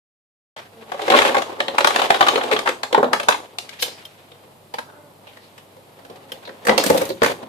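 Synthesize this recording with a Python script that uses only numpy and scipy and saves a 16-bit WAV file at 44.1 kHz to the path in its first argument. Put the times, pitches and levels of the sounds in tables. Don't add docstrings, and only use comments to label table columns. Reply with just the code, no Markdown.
import sys
import numpy as np
from scipy import signal
from scipy.fft import rfft, irfft, next_fast_len
from scipy.io import wavfile
from scipy.ndimage import map_coordinates

SR = 44100
rng = np.random.default_rng(int(sys.argv[2]) if len(sys.argv) > 2 else 0)


def unload_wav(signal):
    wavfile.write(
        sys.argv[1],
        SR,
        np.round(np.clip(np.atleast_2d(signal).T, -1, 1) * 32767).astype(np.int16),
    )


N = 330088

# frequency in Hz, spectral level in dB.
BRASS_COLOUR = [(35, -62), (60, 9), (192, -30), (236, -15), (359, -9), (433, -5), (673, -8), (829, -5.5),
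                (1480, -4.5), (3580, -8.5), (5710, -24), (12600, -34), (15500, -48.5)]


def press_clanks():
    blows = [(4.739, -24.5, 970, -31, 3040, -16.5, 10900, 0.0064),
             (4.784, -21.5, 901, -26.5, 2640, -18.5, 10900, 0.0067),
             (5.27, -40.5, 856, -42, 2790, -21, 8650, 0.0061),
             (5.37, -46, 560, -37, 1850, -8, 7380, 0.0054), (5.578, -39, 855, -41, 2940, -10, 7980, 0.0067),
             (5.766, -38, 506, -53, 2380, -21, 6840, 0.0044),
             (5.99, -40.5, 533, -46, 2220, -22, 8720, 0.0056),
             (6.049, -36, 585, -42.5, 2700, -14.5, 7120, 0.0043),
             (6.098, -32, 470, -47, 3500, -23, 8620, 0.0074),
             (6.158, -37, 520, -47.5, 3140, -16, 6790, 0.0044),
             (6.319, -27.5, 529, -29, 2985, -10.5, 13400, 0.0047),
             (6.452, -41, 890, -36.5, 4230, -17, 13500, 0.0044),
             (6.475, -27, 583, -36, 2410, -31, 7250, 0.0034),
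             (6.491, -32.5, 354, -35, 1990, -33, 8380, 0.0058),
             (6.651, -26.5, 482, -30, 1990, -6, 8060, 0.0044),
             (6.669, -13.5, 470, -15.5, 2070, -12, 8040, 0.0058),
             (6.684, -3, 607, -12, 1720, -35, 6540, 0.0032), (6.693, -3, 530, -5, 1700, -30, 6770, 0.0034),
             (6.778, -9, 543, -11.5, 3430, -9.5, 8400, 0.004),
             (6.838, -15.5, 476, -22, 1990, -3, 8400, 0.0041),
             (6.862, -9, 254, -19.5, 2910, -10.5, 8100, 0.0043),
             (6.9, 0, 496, -16, 1960, -21.5, 8220, 0.0045),
             (6.946, -5.5, 515, -38, 1724, -33, 6810, 0.0034),
             (6.974, -20, 497, -23.5, 3820, -4.5, 14000, 0.0079),
             (7.015, -9.5, 563, -21.5, 1770, -17.5, 9900, 0.0048),
             (7.053, -34, 500, -37, 4360, 5, 13700, 0.0029),
             (7.09, -25.5, 354, -36, 4300, -5.5, 13400, 0.0026),
             (7.102, -18, 357, -29.5, 3810, -27, 6610, 0.005),
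             (7.219, -4.5, 474, -12, 2130, -36, 6340, 0.0025),
             (7.231, -9, 531, -11, 1780, -13.5, 7400, 0.0071),
             (7.244, -26, 433, -11, 1810, -3, 6500, 0.006),
             (7.261, -19, 323, -13, 2000, -6.5, 6930, 0.0035),
             (7.298, -14, 545, -30, 2480, -28, 6940, 0.0034),
             (7.316, -25, 545, -34, 2100, -28, 7070, 0.0055),
             (7.429, -24.5, 254, -43.5, 2520, -33, 6910, 0.0028)]
    # frequency in Hz, level in dB.
    frame_modes = [(240, -4), (355, -15), (518, -12.5), (600, 1), (930, -7), (1800, 41), (2400, -9),
                   (3110, -38), (3565, -6), (4720, 13)]
    steel_colour = [(35, -56), (60, -8), (183, -22.5), (231, -15), (376, -13), (509, 9), (657, -3.5),
                    (953, -4.5), (1350, -16), (1830, -19.5), (2710, -31.5), (13800, -40.5), (15500, -40)]
    return contacts(blows, frame_modes, steel_colour, lead_s=0.00038, shake_db=-6, bass_hz=94, pan_db=-1)


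def case_clinks():
    hits = [(0.562, -23, 603, -27.5, 2400, -15, 13000, 0.0021),
            (0.824, -40, 443, -44, 1620, -26, 10200, 0.0048),
            (0.918, -18.5, 754, -31.5, 2570, -20, 6060, 0.0037),
            (0.943, -21.5, 550, -42, 2120, -27, 8720, 0.0053),
            (0.993, -20, 730, -33, 2250, -27, 6400, 0.005),
            (1.017, -20.5, 423, -29.5, 3450, -15.5, 9370, 0.0049),
            (1.08, -7, 549, -20.5, 2130, -28, 6870, 0.004),
            (1.101, -4, 479, -11.5, 3210, -18, 7460, 0.0029),
            (1.12, -4.5, 552, -16, 2220, -26, 6150, 0.0067),
            (1.138, -10, 1110, -18, 2180, -29, 8210, 0.0075),
            (1.148, -0.5, 611, -11, 1640, -31, 7830, 0.0034),
            (1.172, -9.5, 556, -13, 1946, -20, 6840, 0.0076),
            (1.188, -6.5, 1007, -6.5, 1950, -15, 7290, 0.0025),
            (1.218, -12, 1150, -14, 1660, -15, 6440, 0.0046), (1.25, -7, 584, -15, 1570, -23, 5960, 0.004),
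            (1.287, -14.5, 530, -22, 1680, -25, 6280, 0.0098),
            (1.345, -9, 783, -21, 1820, -23, 6820, 0.008), (1.367, -9, 520, -13.5, 1640, -22, 6330, 0.0033),
            (1.38, -13.5, 610, -19.5, 1795, -16.5, 5900, 0.0072),
            (1.419, -18.5, 674, -21, 1700, -13, 6700, 0.0048),
            (1.603, -9, 596, -11.5, 1980, -20.5, 7800, 0.0028),
            (1.682, -12, 527, -16.5, 2730, -20, 7600, 0.0017),
            (1.782, -8, 977, -13.5, 2440, -15, 7920, 0.0044),
            (1.806, -8.5, 553, -16.5, 2430, -18, 7100, 0.0043),
            (1.845, -5, 870, -8.5, 2430, -15, 5940, 0.0034),
            (1.871, -6.5, 910, -16, 3250, -10.5, 5860, 0.0039),
            (1.905, -13.5, 835, -20, 1660, -22, 6930, 0.0047),
            (1.96, -4, 800, -12, 2550, -18, 7030, 0.0027), (1.993, -12, 803, -23, 3600, -23, 6090, 0.0047),
            (2.017, -7.5, 772, -18.5, 3210, -20.5, 7780, 0.0035),
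            (2.104, -2.5, 790, -7.5, 1710, -18, 7320, 0.0028),
            (2.143, -12.5, 770, -21.5, 3630, -19, 8200, 0.0045),
            (2.208, -0.5, 794, -11.5, 3090, -23.5, 6640, 0.0046),
            (2.226, -6, 715, -17.5, 3150, -31, 6690, 0.004),
            (2.266, -10, 1240, -19, 2420, -19, 5890, 0.0077),
            (2.284, -7, 1175, -12, 3490, -13, 6170, 0.0034),
            (2.357, -9.5, 462, -12.5, 2230, -22, 5940, 0.0038),
            (2.376, -10.5, 552, -37, 2130, -32, 6630, 0.006),
            (2.411, -18.5, 774, -25.5, 1890, -31, 7180, 0.0078),
            (2.435, -15.5, 500, -24, 2500, -18, 7930, 0.0049),
            (2.513, -9, 545, -17, 2260, -21, 7700, 0.0064),
            (2.524, -11, 433, -15.5, 1820, -19, 6710, 0.012),
            (2.564, -12.5, 1170, -17.5, 3290, -22, 7200, 0.0027),
            (2.59, -13, 515, -22.5, 1900, -12.5, 5800, 0.0029),
            (2.658, -19, 933, -24.5, 1550, -17, 8100, 0.012),
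            (2.674, -8, 890, -14, 1710, -21.5, 6000, 0.0036),
            (2.689, -13.5, 519, -15, 1600, -13, 8000, 0.0039),
            (2.832, -15.5, 810, -19, 2460, -11.5, 7400, 0.0037),
            (2.927, -9.5, 476, -19.5, 3140, -18, 7800, 0.0032),
            (2.946, -4.5, 880, -18.5, 3270, -29, 5840, 0.0023),
            (2.978, -1, 434, -40, 1870, -40, 6260, 0.0023), (3.029, -1, 540, -34, 1650, -37, 6430, 0.0016),
            (3.041, -11, 476, -28, 3040, -33, 5920, 0.0043),
            (3.131, -2.5, 827, -15, 2240, -18, 5760, 0.0037),
            (3.198, -17.5, 560, -17, 1570, -13.5, 8370, 0.0048),
            (3.231, -22, 560, -26.5, 2250, -11.5, 10460, 0.0045),
            (3.285, -3, 867, -9, 1560, -12.5, 6700, 0.0048),
            (3.308, -18, 931, -16, 1580, -27, 8030, 0.0036), (3.323, -19, 890, -17, 2390, -22, 6500, 0.005),
            (3.343, -20, 960, -28, 1670, -29, 7580, 0.0058),
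            (3.585, -25, 730, -21.5, 3600, 3, 9860, 0.0019),
            (3.691, -39.5, 610, -32.5, 2300, 3, 5900, 0.0037),
            (3.824, -20, 517, -17.5, 3000, 2.5, 5800, 0.006),
            (3.881, -29, 510, -33, 2860, -13, 5920, 0.0049),
            (4.051, -43, 619, -42, 2930, -1.5, 5870, 0.0059),
            (4.317, -38.5, 470, -43.5, 3700, -18, 8200, 0.0045)]
    # frequency in Hz, level in dB.
    tray_modes = [(245, -10), (440, -7.5), (535, -1.5), (620, -5), (850, 6), (1015, -16), (1135, 7.5),
                  (1650, -25), (1950, -21), (2390, -6), (3020, -41), (3240, -2), (3500, -4), (4010, 2),
                  (4330, -23.5)]
    return contacts(hits, tray_modes, BRASS_COLOUR, lead_s=0.00028, shake_db=-12, bass_hz=186, pan_db=3.5)


def contacts(hits, modes, colour, lead_s, shake_db, bass_hz, pan_db):
    # low and high edge in Hz, t60 in seconds, tonal share from 0 to 1.
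    parts = [(98.5, 310, 0.056, 0.02), (179.6, 800, 0.046, 0.4), (660, 1646, 0.029, 0.47),
             (1545, 2500, 0.011, 0.13), (2650, 4700, 0.026, 0.13), (4830, 37000, 0.026, 0.05)]
    line_width, hold_cycles = 0.013, 1.14
    falloff_db_per_octave = 11
    out, t = np.zeros((2, N + SR)), np.arange(SR // 10) / SR
    mode_hz, mode_db = np.transpose(modes)
    cracks = [band(rng.standard_normal(2 * SR), colour, lo, hi) for lo, hi, _, _ in parts]
    centre_hz = np.array([np.sqrt(lo * hi) for lo, hi, _, _ in parts])
    half_lead = round(lead_s * SR) // 2
    for start, knock_db, knock_hz, ping_db, ping_hz, tick_db, tick_hz, contact_s in hits:
        at, offsets, sound = round(start * SR), rng.integers(SR, size=2), 0
        pitch = mode_hz * np.exp(0.0405 * rng.standard_normal(len(modes)))
        pitch = np.append(pitch, [knock_hz, ping_hz, tick_hz])
        strength = amp(np.append(mode_db + 2 * rng.standard_normal(len(modes)), [11, 7, 0]))
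        polarity = np.append(rng.choice([-1, 1], len(modes)), [1, 1, 1])
        walk = np.cumsum(rng.standard_normal((len(pitch), len(t))), axis=1)
        drift = np.sqrt(2 * np.pi * line_width * pitch[:, None] / SR) * walk
        tones = (strength * polarity)[:, None] * np.sin(2 * np.pi * pitch[:, None] * t + drift)
        low_db = knock_db - falloff_db_per_octave * abs(np.log2(centre_hz[1:3] / knock_hz))
        high_db = ping_db - falloff_db_per_octave * abs(np.log2(centre_hz[3:5] / ping_hz))
        levels = [shake_db + low_db[0], *low_db, *high_db, knock_db + tick_db]
        lean_db = pan_db + 3 * rng.standard_normal()
        for (lo, hi, t60, tonal), level_db, crack in zip(parts, levels, cracks):
            ring = unit(tones[(pitch >= lo) & (pitch < hi)].sum(axis=0))
            beaming = lo / (lo + 500)
            mid, side = (crack[i:i + len(t)] for i in offsets)
            noise = unit(mid + 1.16 * beaming * np.outer([1, -1], side))
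            rise = 1 - np.exp(-t * lo)
            mix = np.sqrt(tonal) * ring + np.sqrt(1 - tonal) * rise * noise
            free_s = np.maximum(t - contact_s - hold_cycles / np.sqrt(lo * hi), 0)
            balance_db = beaming * lean_db * np.array([[0.5], [-0.5]])
            sound = sound + amp(level_db - 60 * free_s / t60 + balance_db) * mix
        out[0, at - half_lead:][:len(t)] += sound[0]
        out[1, at + half_lead:][:len(t)] += sound[1]
    return filtered(out[:, :N], lambda f: (1j * f / (bass_hz + 1j * f)) ** 3)


def jostle(lead_s, spread_db):
    # time in seconds, rumble and rustle in dB.
    gestures = [
        [(0.58, -103, -125), (0.73, -54, -57.5), (0.95, -41.5, -45.5), (1.16, -20.5, -22.5), (1.26, -19, -22),
         (1.42, -33.5, -41.5), (1.65, -34.5, -46.5), (1.99, -26, -28), (2.46, -26, -35), (2.78, -43.5, -54),
         (2.92, -43, -58), (3.14, -26.5, -48), (3.22, -39, -54), (3.38, -35, -49), (3.5, -52, -54)],
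        [(3.56, -49, -62), (3.64, -48.5, -56), (3.77, -54, -42.5), (3.87, -37.5, -41.5), (4.1, -62, -53),
         (4.51, -56, -63), (4.77, -73, -92), (4.91, -45.5, -59), (5.06, -58.5, -93), (5.32, -53, -51),
         (5.46, -62, -57), (5.7, -63, -65), (5.99, -55, -60), (6.14, -52, -56), (6.55, -45.5, -52)],
        [(6.62, -47, -52), (6.714, -21.5, -38), (6.832, -26, -31), (6.864, -30, -28), (6.92, -23.5, -28.5),
         (7.032, -27.5, -33), (7.154, -50, -51), (7.284, -31, -29), (7.356, -39, -46.5), (7.48, -45, -57)],
    ]
    times, *levels = np.concatenate(gestures).T
    rumble, rustle = (amp(np.interp(np.arange(N) / SR, times, db, left=-120)) for db in levels)
    fizz = amp(-9) * rustle
    clumps, out = amp(2.5 * wobble(60)), 0
    layers = [(rumble, 180, 970, 2000), (rustle, 1500, 5400, 3000), (fizz, 5500, 34000, 6000)]
    for gain, lo_hz, hi_hz, touches_per_s in layers:
        touches = (rng.random((3, N)) < touches_per_s / SR) * rng.standard_normal((3, N)) * clumps
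        out = out + gain * band(touches, BRASS_COLOUR, lo_hz, hi_hz)
    direct = np.array([amp(-9.5) * out[0], amp(-15.5) * np.roll(out[0], round(lead_s * SR))])
    return direct + amp(spread_db) * diffuse(out[1:])


def bench_thumps():
    # start in seconds, level in dB.
    drops = [(2.319, -40), (2.428, -25), (2.513, -41), (2.834, -45), (2.93, -33), (2.983, -24),
             (3.031, -19.5), (3.287, -43)]
    # frequency in Hz, level in dB, t60 in seconds.
    bench_modes = [(141.8, -32, 0.3), (252.6, -4, 0.15)]
    return struck(drops, bench_modes, rise_s=0.0088)


def case_tinks():
    # start in seconds, level in dB.
    touches = [(4.0532, -34), (6.319, -27.5)]
    # frequency in Hz, level in dB, t60 in seconds.
    case_modes = [(3160, 5, 0.045), (5200, -6, 0.037), (11000, -10.5, 0.06), (13420, -11.5, .06)]
    return struck(touches, case_modes, rise_s=0.0002)


def struck(hits, modes, rise_s):
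    out, t = np.zeros(N), np.arange(SR // 4) / SR
    for start, db in hits:
        ring = sum(amp(level + rng.normal(0, 1.5) - 60 * t / t60) * np.sin(2 * np.pi * hz * t)
                   for hz, level, t60 in modes)
        out[round(start * SR):][:len(t)] += amp(db) * (1 - np.exp(-t / rise_s)) * ring
    return out


def scrapes():
    # start, peak and end in seconds, centre in Hz, half width in octaves, level in dB.
    strokes = [(0.558, 0.577, .74, 1280, 1.63, -37), (3.781, 3.83, 3.92, 11500, 0.62, -30),
               (3.785, 3.802, 3.85, 3830, 0.66, -30.5), (3.8, 3.856, 4.08, 4900, 0.23, -40.5),
               (4.8, 4.894, 5.15, 1400, 0.27, -50), (5.25, 5.276, 5.38, 2930, .4, -49),
               (5.378, 5.443, 5.54, 4200, .4, -54), (6.447, 6.454, 6.52, 3900, 0.2, -38),
               (6.764, 6.8, 7.06, 4540, .6, -30.5), (6.76, 6.89, 7.17, 11200, 0.79, -34),
               (7.08, 7.097, 7.16, 4000, 0.23, -34)]
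    out = np.zeros((2, N))
    for start, peak, end, hz, octaves, db in strokes:
        span = np.arange(round(start * SR), round(end * SR))
        noise = rng.standard_normal((2, SR // 2))
        rub = filtered(noise, lambda f: np.exp(-(np.log2((f + 1) / hz) / octaves) ** 2))
        swell = np.interp(span / SR, [start, peak, end], [0, 1, 0]) ** 2
        out[:, span] += amp(db) * swell * unit(rub)[:, :len(span)]
    return diffuse(out * amp(2 * wobble(62)))


def creaks():
    # start, peak and end in seconds, first and last pitch in Hz, level in dB.
    groans = [(0.724, 0.835, 0.93, 232.8, 217, -43.5), (4.857, 4.964, 5.15, 302, 285, -48),
              (5.875, 6.016, 6.7, 276, 267, -52.5), (6.047, 6.133, 6.3, 332.4, 451, -49),
              (6.184, 6.23, 6.1, 1690, 1650, -52)]
    # multiple of the pitch, level in dB.
    harmonics = [(1, -5.5), (2, 0), (3, -7), (4, -25), (5, -13), (7, -18)]
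    out, waver = np.zeros(N), wobble(60)
    for start, peak, end, first_hz, last_hz, db in groans:
        span = np.arange(round(start * SR), round(end * SR))
        slip_hz = np.linspace(first_hz, last_hz, len(span)) * (1 + 0.0171 * waver[span])
        cycles = np.cumsum(slip_hz) / SR
        tone = sum(amp(level) * np.sin(2 * np.pi * k * cycles) for k, level in harmonics)
        swell = np.interp(span / SR, [start, peak, end], [0, 1, 0])
        out[span] += amp(db + 2 * waver[span[::-1]]) * swell * tone
    return out


def room(x):
    # frequency in Hz, t60 in seconds.
    decay_times = [(150, 0.47), (400, 0.17), (1000, 0.21), (2800, 0.22), (7000, 0.32)]
    out, step, delay_samples = np.zeros((2, N + 2 * SR)), SR // 5, 130
    for at in range(0, N, step):
        hz, t, noise = signal.stft(rng.standard_normal((2, SR // 3)), SR, nperseg=256)
        decay = amp(-60 * t / along(decay_times, hz)[:, None])
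        tail = signal.istft(noise * decay, SR, nperseg=256)[1]
        wet = signal.fftconvolve(x[None, at:at + step], tail / np.linalg.norm(tail[0]), axes=1)
        out[:, at + delay_samples:][:, :wet.shape[1]] += wet
    return diffuse(out[:, :N])


def room_tone(noise_db, hum_hz, hum_db):
    # frequency in Hz, spectral level in dB.
    air_colour = [(20, -30), (45, -12), (75, -18), (130, 0.5), (280, -4.5), (600, -1.5), (1000, -6.5),
                  (1550, -15), (3900, -17), (6200, -25.5), (7700, -22.5), (13900, -21.5), (15500, -63)]
    noise = unit(filtered(rng.standard_normal((2, N)), lambda f: amp(along(air_colour, f))))
    hum = amp(hum_db) * np.sqrt(2) * np.sin(2 * np.pi * hum_hz * np.arange(N) / SR)
    return amp(noise_db + 0.3 * wobble(1.08)) * diffuse(noise) + hum


def diffuse(x):
    # frequency in Hz, left-right correlation.
    likeness = [(60, 0.65), (180, 0.85), (550, 0.6), (1650, -0.21), (4970, 0.23), (15000, 0.15)]
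    angle = lambda hz: np.arccos(along(likeness, hz)) / 2
    mid, side = filtered(x, lambda hz: np.array([np.cos(angle(hz)), np.sin(angle(hz))]))
    return np.array([mid + side, mid - side])


def amp(db):
    return 10 ** (np.asarray(db) / 20)


def unit(x):
    return x / np.sqrt(np.mean(x ** 2) + 1e-20)


def along(points, hz):
    knots_hz, values = np.transpose(points)
    return np.interp(np.log(hz + 1), np.log(knots_hz + 1), values)


def wobble(rate):
    return map_coordinates(rng.standard_normal(int(N * rate / SR) + 4), [np.arange(N) * rate / SR])


def filtered(x, response):
    n = x.shape[-1]
    padded = next_fast_len(n + 8192, real=True)
    return irfft(rfft(x, padded) * response(np.fft.rfftfreq(padded, 1 / SR)), padded)[..., :n]


def band(x, colour, lo_hz, hi_hz):
    edges = lambda f: 1 / np.sqrt((1 + (lo_hz / (f + 1)) ** 8) * (1 + (f / hi_hz) ** 8))
    return unit(filtered(x, lambda f: amp(along(colour, f)) * edges(f)))


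def scene():
    bench = case_clinks() + press_clanks() + bench_thumps() + creaks()
    tinks = case_tinks()
    reverb = amp(-1) * room(bench.mean(axis=0))
    handling = jostle(lead_s=0.0003, spread_db=-0.5) + scrapes()
    return bench + tinks + reverb + handling + room_tone(noise_db=-50, hum_hz=100, hum_db=-62.5)


def record(dry):
    on_s, fade_s, rolloff_hz, top_hz = 0.5632, 0.0051, 14600, 15725
    switch_on = np.clip((np.arange(N) / SR - on_s) / fade_s, 0, 1)
    softened = filtered(dry, lambda hz: 1 / np.sqrt(1 + (hz / rolloff_hz) ** 60))
    clipped = np.clip(softened, -1, 1)
    return switch_on * filtered(clipped, lambda hz: hz < top_hz)


dry = scene()
out = record(dry)
unload_wav(out)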